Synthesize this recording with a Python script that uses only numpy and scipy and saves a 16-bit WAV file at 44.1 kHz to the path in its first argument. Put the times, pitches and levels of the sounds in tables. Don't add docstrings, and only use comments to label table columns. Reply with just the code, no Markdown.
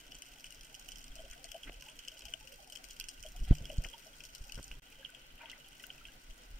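import sys
import numpy as np
from scipy import signal
from scipy.fft import rfft, irfft
from scipy.io import wavfile
from scipy.ndimage import uniform_filter1d

SR = 44100
rng = np.random.default_rng(int(sys.argv[2]) if len(sys.argv) > 2 else 0)


def transcribe(signal):
    frames = np.atleast_2d(signal).T
    limited = np.clip(frames, -1, 1)
    pcm = np.round(limited * 32767).astype(np.int16)
    wavfile.write(sys.argv[1], SR, pcm)


N = 290619
TIME = np.arange(N) / SR
SPREAD = np.array([[1], [-1]])

# start_s, ring_db, treble_db, ring_centre_hz
NEAR_SNAPS = [(0.119, -46.5, -53.5, 3040), (0.1509, -51, -50.5, 2990.0), (0.2204, -47, -47, 2930.0),
              (0.4422, -44.5, -51, 3000), (0.455, -61, -59, 2840.0), (0.4654, -53, -55.0, 3000.0),
              (0.5049, -54, -52.0, 3000.0), (0.5228, -53, -55, 3030.0), (0.6094, -50.5, -51.5, 2940),
              (0.7431, -48, -55.5, 2980), (0.7491, -48, -49, 2940), (0.795, -61.5, -52, 2850.0),
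              (0.8873, -46.5, -51, 3030), (0.9185, -47, -47.5, 2980), (0.9575, -50.5, -52, 2880),
              (0.983, -61, -52, 3020.0), (1.0136, -55.5, -58, 3160), (1.041, -55, -50, 3100),
              (1.1544, -59, -49.5, 2960), (1.3114, -55.5, -50.5, 3010.0), (1.332, -55.5, -55, 3120.0),
              (1.442, -54, -47.5, 2980.0), (1.455, -62, -54, 2900.0), (1.517, -44.0, -46, 3170),
              (1.5438, -50.5, -56.5, 3100), (1.6326, -44, -52.5, 3280), (1.7431, -54.5, -62, 2700),
              (1.8088, -56, -54, 2940.0), (1.8227, -48.5, -52, 3000), (1.886, -48, -58, 3030),
              (1.9898, -48.5, -48, 3130), (2.049, -50, -56, 2950.0), (2.076, -47.0, -58, 3040),
              (2.0819, -37.5, -41, 3000), (2.0888, -57, -73, 3000), (2.118, -53.5, -61, 2750),
              (2.1922, -56.0, -51.5, 3180), (2.207, -54.5, -53, 3140.0), (2.22, -53, -57, 3120.0),
              (2.253, -48.5, -48, 3140), (2.2823, -51, -57, 3000), (2.337, -35.5, -48, 2770),
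              (2.4734, -50.5, -56.5, 2900.0), (2.6989, -50, -51, 3200), (2.722, -45.5, -49.5, 3000),
              (2.7536, -55, -50.0, 2900), (2.7579, -46, -51, 3260), (2.771, -52, -55, 3130),
              (2.8414, -52.5, -52.5, 2660), (2.886, -62.5, -55.5, 3010.0), (2.9085, -49, -49.5, 3160),
              (2.9986, -40.5, -37.5, 2950.0), (3.0094, -40.5, -51, 3070), (3.0137, -55, -64, 3070),
              (3.0399, -48.5, -51, 3150), (3.0853, -46, -43.5, 3080.0), (3.0896, -52, -43.5, 3130.0),
              (3.204, -70.0, -57, 2990.0), (3.2266, -52, -48, 3080.0), (3.2358, -50, -53.5, 3070),
              (3.2626, -46.5, -52.5, 3130), (3.5518, -54, -52, 3040), (3.583, -56, -55, 3030.0),
              (3.654, -43.5, -49, 3160.0), (3.7, -43.5, -60.0, 2740), (3.781, -58, -50, 2780.0),
              (3.8383, -58, -51, 3080), (3.8476, -44.5, -50, 2700), (3.8862, -51, -54, 3070.0),
              (3.9307, -52, -63, 3120), (3.9367, -48.5, -71, 3230), (4.2043, -48.5, -53, 2950),
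              (4.237, -51, -50, 3140.0), (4.2514, -67.0, -49, 2700), (4.349, -55, -47.5, 2910.0),
              (4.357, -53, -55, 2860), (4.4948, -49, -54, 2560), (4.5207, -43.5, -46, 2780),
              (4.544, -51.5, -50, 2900.0), (4.5545, -53, -54, 3060), (4.6282, -68.0, -49.5, 3000.0),
              (4.641, -60, -47.5, 3040.0), (4.6795, -63, -52.5, 2920.0), (4.7137, -44.0, -59.5, 2920),
              (5.048, -41.5, -78, 3030.0), (5.0578, -48, -76, 2800), (5.1476, -50, -60.5, 2930),
              (5.4568, -51, -74.5, 2940), (5.4974, -45.5, -58, 3100.0), (5.5148, -51.0, -57, 2780),
              (5.7956, -51.5, -59, 2940.0), (5.8387, -47.0, -62, 2780), (5.9021, -42.5, -67, 2760),
              (6.0522, -46.5, -63.5, 2980), (6.0835, -53.5, -71.5, 2740), (6.3067, -56.5, -61, 2870)]
# time_s, relative_db
RING_RIDE = [(0, -62.5), (1.0, -64), (2.15, -62.5), (2.52, -66), (3.3, -64), (3.72, -60), (4.24, -68),
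             (4.9, -63), (5.35, -66.5), (5.85, -64.5), (6.25, -70), (6.59, -68)]
# time_s, relative_db
TREBLE_RIDE = [(0, -66), (.9, -64), (1.25, -66), (2.5, -65.5), (3.6, -63.5), (4.15, -65), (4.55, -64.5),
               (4.9, -69), (5.3, -76.5), (5.83, -65), (6.0, -70), (6.59, -71)]
# start_s, peak_db
WRECK_TICKS = [(4.889, -57), (4.902, -43), (5.103, -42), (5.357, -47), (5.519, -55), (5.687, -43),
               (5.781, -47), (5.831, -39), (5.8675, -36), (5.957, -61), (6.156, -49), (6.238, -47),
               (6.325, -55), (6.505, -50)]
# time_s, push_db, contact_half_width_s, sign (+ presses, - pulls)
CASE_BUMPS = [(1.11, -42, 0.0095, -1), (1.309, -39.5, 0.0072, 1), (2.266, -49, 0.0026, 1),
              (3.511, -7, 0.0012, 1), (3.614, -32.5, 0.0016, -1), (3.786, -19.5, 0.0019, -1),
              (4.411, -37, 0.0031, -1), (4.579, -35.5, 0.00056, 1), (4.597, -36, 0.00031, 1),
              (4.713, -40.5, 0.000069, -1)]
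# start_s, pitch_hz, peak_db, decay_cycles (to fall by 60 dB)
NEAR_BUBBLES = [(1.158, 624, -57, 24), (1.188, 635, -46.5, 37), (1.228, 550, -53, 55),
                (1.255, 630, -53.5, 18), (1.443, 657, -53.5, 26), (1.465, 1970, -56, 50),
                (1.539, 656, -40, 44), (3.243, 616, -45.5, 57), (3.337, 706, -55, 79),
                (3.472, 750, -54.5, 60), (3.512, 697, -45.5, 29), (3.694, 608, -42, 24),
                (3.719, 554, -46, 20), (3.936, 908, -48.5, 60), (4.056, 640, -55.5, 49),
                (4.984, 529, -56, 38), (5.027, 1580, -52.5, 31), (5.089, 1480, -53, 93),
                (5.404, 1504, -52, 55), (5.405, 2410, -49, 110), (5.408, 928, -52, 83),
                (5.429, 904, -51.5, 85), (5.434, 626, -54, 17), (5.529, 2005, -45, 52),
                (5.796, 1940, -54, 110), (6.009, 1326, -54.5, 50), (6.082, 1604, -58, 89)]
# start_s, length_s, level_db
BUBBLE_CLOUDS = [(1.2, 0.72, -69.5), (2.27, 0.27, -62.5), (3.62, 0.18, -64)]
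# start_s, length_s, level_db, low_hz, high_hz
WATER_SCRAPES = [(0.066, 0.11, -66.5, 112, 770), (0.88, 0.31, -72, 161, 288),
                 (1.318, 0.031, -60.5, 1370, 2550), (1.652, 0.064, -61, 167, 1010),
                 (1.666, 0.036, -55.5, 1300, 2800), (1.693, 0.006, -47.5, 304, 3050),
                 (3.462, 0.077, -60.5, 1390, 4480), (3.504, 0.035, -51, 245, 816),
                 (3.533, 0.35, -63.5, 110, 790), (3.847, 0.021, -56.5, 260, 1450),
                 (3.844, 0.0072, -45, 1840, 2860), (4.572, 0.027, -54, 248, 1650),
                 (5.384, 0.077, -60.5, 570, 2960), (5.437, 0.16, -64, 850, 3120),
                 (5.495, 0.018, -57.5, 3300, 6500)]
# start_s, length_s, level_db
WATER_SURGES = [(.47, 0.17, -56.5), (.83, 0.5, -56.5), (1.66, 0.16, -64), (2.24, 0.04, -56.5),
                (2.68, 0.54, -60.5), (3.28, 0.59, -54.5), (4.41, 0.15, -50), (4.54, 0.23, -56.5),
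                (6.27, 0.28, -57)]
# frequency_hz, gain_db
CASE_MID_EQ = [(500, -20.5), (1200, -26), (1500, 1), (1780, -11.5), (2000, -8), (2500, 0.5), (2930, 6),
               (3060, 6), (3250, 7), (3600, -17.5), (5350, -1.5), (7000, -11.5), (9300, -9), (10800, -23.5),
               (14600, -10), (16000, -44)]
# frequency_hz, gain_db
CASE_SIDE_EQ = [(300, -24), (1000, -29), (2000, -17), (2850, -18.5), (3150, -2.5), (3500, -14),
                (4500, -4.5), (5400, -16), (6300, 0), (7000, -25), (7500, -4), (8000, -17), (8900, -13),
                (10400, -22), (11100, -10), (12000, -35), (14000, -10.5), (16000, -33)]
# frequency_hz, gain_db
WASH_MID_EQ = [(30, 6.5), (100, -11.5), (145, 3.5), (175, -9.5), (265, 0.5), (350, -7), (650, -10),
               (800, -12.5), (930, -10.5), (1030, -16), (1250, -14), (1500, -4), (1760, -15), (1990, -5),
               (2200, -11.5), (2700, -10), (3700, -13.5), (5400, -17), (11000, -24.5), (15000, -23.5)]
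# frequency_hz, gain_db
WASH_SIDE_EQ = [(30, -35), (110, -34), (145, -13), (280, -17.5), (420, -7.5), (750, -12.5), (940, -4),
                (1100, -9), (1400, -4), (1950, -14), (2150, -12), (2320, -2.5), (2500, -8), (3800, -12),
                (6000, -15.5), (15000, -28)]


def snap(tail_db, paths=10, paths_s=.0021, path_db=-2.0, side_db=-1, tail_s=0.011, size=2048):
    pressure = undb(tail_db) * rng.standard_normal((2, size)) * np.exp(-np.arange(size) / SR / tail_s)
    pressure[:, 0] += 1
    for late, mid, side in rng.random((paths, 3)):
        echo = undb(path_db) * (1 - late / 2) * (2 * np.array([mid, side]) - 1)
        pressure[:, int(late * paths_s * SR)] += echo
    return through_case(pressure[0], rng.choice([-1, 1]) * undb(side_db) * pressure[1], scatter_db=4.5)


def near_shrimp(tail_db=-25, dry_above_db=-48, treble_trim_db=0.5, left_db=1, pan_spread_db=6.0):
    out = np.zeros((2, N))
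    attack = int(.005 * SR)
    for (start, ring_db, treble_db, hz), place in zip(NEAR_SNAPS, rng.standard_normal(len(NEAR_SNAPS))):
        nearness_db = max(ring_db - dry_above_db, treble_db - dry_above_db, 0)
        ring, treble = ring_and_treble(snap(tail_db - nearness_db / 2))
        ring = focus_ring(ring, hz)
        treble = band(treble, 11000, "low", order=1)
        ring = undb(ring_db) * ring / rms(ring[:, :attack])
        treble = undb(treble_db + treble_trim_db) * treble / rms(treble[:, :attack])
        pan = undb(SPREAD * (left_db + pan_spread_db * place) / 2)
        add(out, (ring + treble) * pan, start + .0005)
    return out


def middle_shrimp(ring_db, treble_db, count=440, ring_trim_db=9.0, treble_trim_db=15, range_db=4.5,
                  tilt_spread_db=7, pan_spread_db=3.5, ring_hz=2980, ring_spread_hz=420):
    stems = np.zeros((2, 2, N))
    for slot, (late, near, bright, place, pitch) in enumerate(rng.random((count, 5))):
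        ring, treble = ring_and_treble(snap(tail_db=-22))
        ring = focus_ring(ring, ring_hz + ring_spread_hz * (2 * pitch - 1))
        tilt_db = tilt_spread_db * (2 * bright - 1)
        ring = ring / np.abs(ring).max() * undb(-tilt_db / 2)
        treble = treble / np.abs(treble).max() * undb(tilt_db / 2)
        channel_db = range_db * near ** 2 + pan_spread_db * (2 * place - 1) * SPREAD
        start = (slot + 10 * late) % count / count * N / SR
        add(stems, np.array([ring, treble]) * undb(channel_db), start)
    return stems[0] * undb(ring_db + ring_trim_db) + stems[1] * undb(treble_db + treble_trim_db)


def far_shrimp(ring_db, treble_db, per_s=2500, scatter_db=5.5, largest_db=18,
               ring_trim_db=-2.0, treble_trim_db=-4.5, smear_s=0.0024):
    sizes = undb(np.minimum(scatter_db * rng.exponential(size=N), largest_db))
    power = (rng.random(N) < per_s / SR) * sizes ** 2
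    smear = np.exp(-1 / (smear_s * SR))
    envelope = np.sqrt(signal.lfilter([1], [1, -smear], power))
    ring, treble = ring_and_treble(through_case(*(envelope * rng.standard_normal((2, N)))))
    return (ring / rms(ring.mean(0)) * undb(ring_db + ring_trim_db)
            + treble / rms(treble.mean(0)) * undb(treble_db + treble_trim_db))


def ticks(count=280, faint_db=-56, scatter_db=3, decay_s=0.00048, low_hz=4800, width=0.47, size=512):
    out, t = np.zeros((2, N)), np.arange(size) / SR
    faint = [(when * N / SR, faint_db + scatter_db * (2 * loud - 1))
             for when, loud in rng.random((count, 2))]
    for start, db in list(WRECK_TICKS) + faint:
        mid, side = band(rng.standard_normal((2, size)) * np.exp(-t / decay_s), low_hz, "high")
        add(out, undb(db) * (mid + width * SPREAD * side) / np.abs(mid).max(), start)
    return out


def bumps(rebound=0.33, rebound_s=0.0118, widen=2.9, body_hz=150, body_db=-30, body_t60_s=0.26,
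          pan_db=-1, muffle=0.49, size=16384):
    out, t = np.zeros(N), (np.arange(size) - size // 2) / SR
    after = np.maximum(t, 0)
    hum = undb(body_db) * np.sin(2 * np.pi * body_hz * after) * np.exp(-np.log(1000) * after / body_t60_s)
    for when, db, contact_s, sign in CASE_BUMPS:
        push = 1 / (1 + (t / contact_s) ** 2)
        release = rebound / (1 + ((t - rebound_s) / (widen * contact_s)) ** 2)
        thump = band(push - release + hum, min(muffle / contact_s, SR / 2.5), "low")
        add(out, sign * undb(db) * thump, when + t[0])
    return out * undb(SPREAD * pan_db / 2)


def bubble(hz, t60_s, wobble, rise=0.063, onset_cycles=8.2, size=8192):
    t = np.arange(size) / SR
    shake = band(rng.standard_normal((2, size)), 73, "low")
    tremolo, bend = wobble * shake / rms(shake)
    phase = 2 * np.pi * hz * (t + rise * t ** 2 / (2 * t60_s)) + bend
    onset = 1 - np.exp(-(t * hz / onset_cycles) ** 2)
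    return onset * np.exp(-np.log(1000) * t / t60_s) * (1 + tremolo) * np.sin(phase)


def near_bubbles(lean_left=0.14, wobble=0.39):
    out = np.zeros((2, N))
    for start, hz, db, cycles in NEAR_BUBBLES:
        blip = bubble(hz, cycles / hz, wobble)
        add(out, undb(db) * blip / np.abs(blip).max() * (1 + lean_left * SPREAD), start)
    return out


def bubble_clouds(count=480, centre_hz=610, octaves=.3, t60_s=0.11, scatter_db=2.5, width=0.53):
    out = np.zeros((2, N))
    for start, (pitch, loud, place) in zip(rng.random(count) * N / SR, rng.standard_normal((count, 3))):
        blip = bubble(centre_hz * 2 ** (octaves * pitch), t60_s, wobble=0.21)
        add(out, undb(scatter_db * loud) * blip * (1 + width * place * SPREAD), start)
    return out / rms(out) * swells(BUBBLE_CLOUDS, rest_db=-74, attack_s=0.025, release_s=0.26)


def scrapes(grain_db=2, width=0.54):
    out = np.zeros((2, N))
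    grain = rng.standard_normal((2, N)) * undb(grain_db * wander(rate_hz=140))
    rub = np.array([colour(channel, WASH_MID_EQ) for channel in grain])
    for start, length_s, db, low_hz, high_hz in WATER_SCRAPES:
        i, n = int(start * SR), int(length_s * SR)
        mid, side = band(rub, [low_hz, high_hz], "band", order=3)[:, i:i + n] * signal.windows.tukey(n)
        add(out, undb(db) * (mid + width * SPREAD * side) / rms(mid), start)
    return out


def slosh(corner_hz=36, flutter_db=5.0, eddy_db=-14, eddy_hz=110, width=0.057, stir_db=-30, stir_s=0.067):
    mid, side = band(band(rng.standard_normal((2, N)), corner_hz, "low", order=4), 16, "high")
    mid = mid / np.sqrt(uniform_filter1d(mid ** 2, size=4096))
    eddies = band(rng.standard_normal(N), eddy_hz, "low")
    rumble = mid + undb(eddy_db) * eddies / rms(eddies) + width * SPREAD * side / rms(side)
    surges = swells(WATER_SURGES, rest_db=-65.5, attack_s=0.012, release_s=0.032)
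    stir = sum(undb(db + stir_db) * np.exp(-np.abs(TIME - when) / stir_s)
               for when, db, _, _ in CASE_BUMPS)
    return rumble * (surges + stir) * undb(flutter_db * wander(rate_hz=24.98))


def wash(level_db=-63.5):
    mid, side = (colour(rng.standard_normal(N), eq) * undb(wander(rate_hz=22.27))
                 for eq in (WASH_MID_EQ, WASH_SIDE_EQ))
    return undb(level_db) * (mid + SPREAD * side) / rms(mid)


def through_case(mid, side, scatter_db=0):
    mid_eq, side_eq = (eq + scatter_db * rng.standard_normal((len(eq), 1)) * [0, 1]
                       for eq in (CASE_MID_EQ, CASE_SIDE_EQ))
    return colour(mid, mid_eq) + SPREAD * colour(side, side_eq)


def ring_and_treble(x, split_hz=3900):
    return band(x, split_hz, "low", order=6), band(x, split_hz, "high", order=6)


def focus_ring(ring, hz, span=1.08, rest_db=-11):
    return band(ring, [hz / span, hz * span], "band", order=1) + undb(rest_db) * ring


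def colour(x, eq, size=4096):
    hz, db = np.transpose(eq)
    log_gain = np.log(undb(np.interp(np.log(np.fft.rfftfreq(size, 1 / SR) + 1), np.log(hz), db)))
    cepstrum = irfft(log_gain)[:size // 2]
    cepstrum[1:] *= 2
    impulse = irfft(np.exp(rfft(cepstrum, size)))[:size // 2]
    return signal.fftconvolve(x, impulse)[:len(x)]


def swells(table, rest_db, attack_s, release_s):
    power = undb(rest_db) ** 2
    for start, length_s, db in table:
        fade = np.maximum(start - TIME, 0) / attack_s + np.maximum(TIME - start - length_s, 0) / release_s
        power = power + (undb(db) * np.exp(-fade)) ** 2
    return np.sqrt(power)


def wander(rate_hz):
    hold = int(SR / rate_hz)
    steps = np.repeat(rng.standard_normal(N // hold + 1), hold)
    smooth = uniform_filter1d(uniform_filter1d(steps, hold), hold)[:N]
    return smooth / rms(smooth)


def band(x, hz, kind, order=2):
    return signal.sosfilt(signal.butter(order, hz, kind, fs=SR, output="sos"), x)


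def add(out, x, start_s):
    i = max(int(start_s * SR), 0)
    out[..., i:i + x.shape[-1]] += x[..., :N - i]


def undb(db):
    return 10 ** (np.asarray(db) / 20)


def rms(x):
    return np.sqrt(np.mean(x ** 2))


def scene():
    ring_db, treble_db = (np.interp(TIME, *np.transpose(ride)) for ride in (RING_RIDE, TREBLE_RIDE))
    shrimp = near_shrimp() + ticks() + middle_shrimp(ring_db, treble_db) + far_shrimp(ring_db, treble_db)
    water = near_bubbles() + bubble_clouds() + scrapes() + slosh() + wash()
    return shrimp + water + bumps()


def record(dry):
    gap_start_s, gap_end_s, gap_db, top_hz = 4.798, 4.820, -24, 15700
    gap = uniform_filter1d(1. * ((TIME > gap_start_s) & (TIME < gap_end_s)), size=64)
    low_pass = signal.ellip(10, .2, 80, top_hz, fs=SR, output="sos")
    return signal.sosfilt(low_pass, dry * undb(gap_db * gap))


dry = scene()
out = record(dry)
transcribe(out)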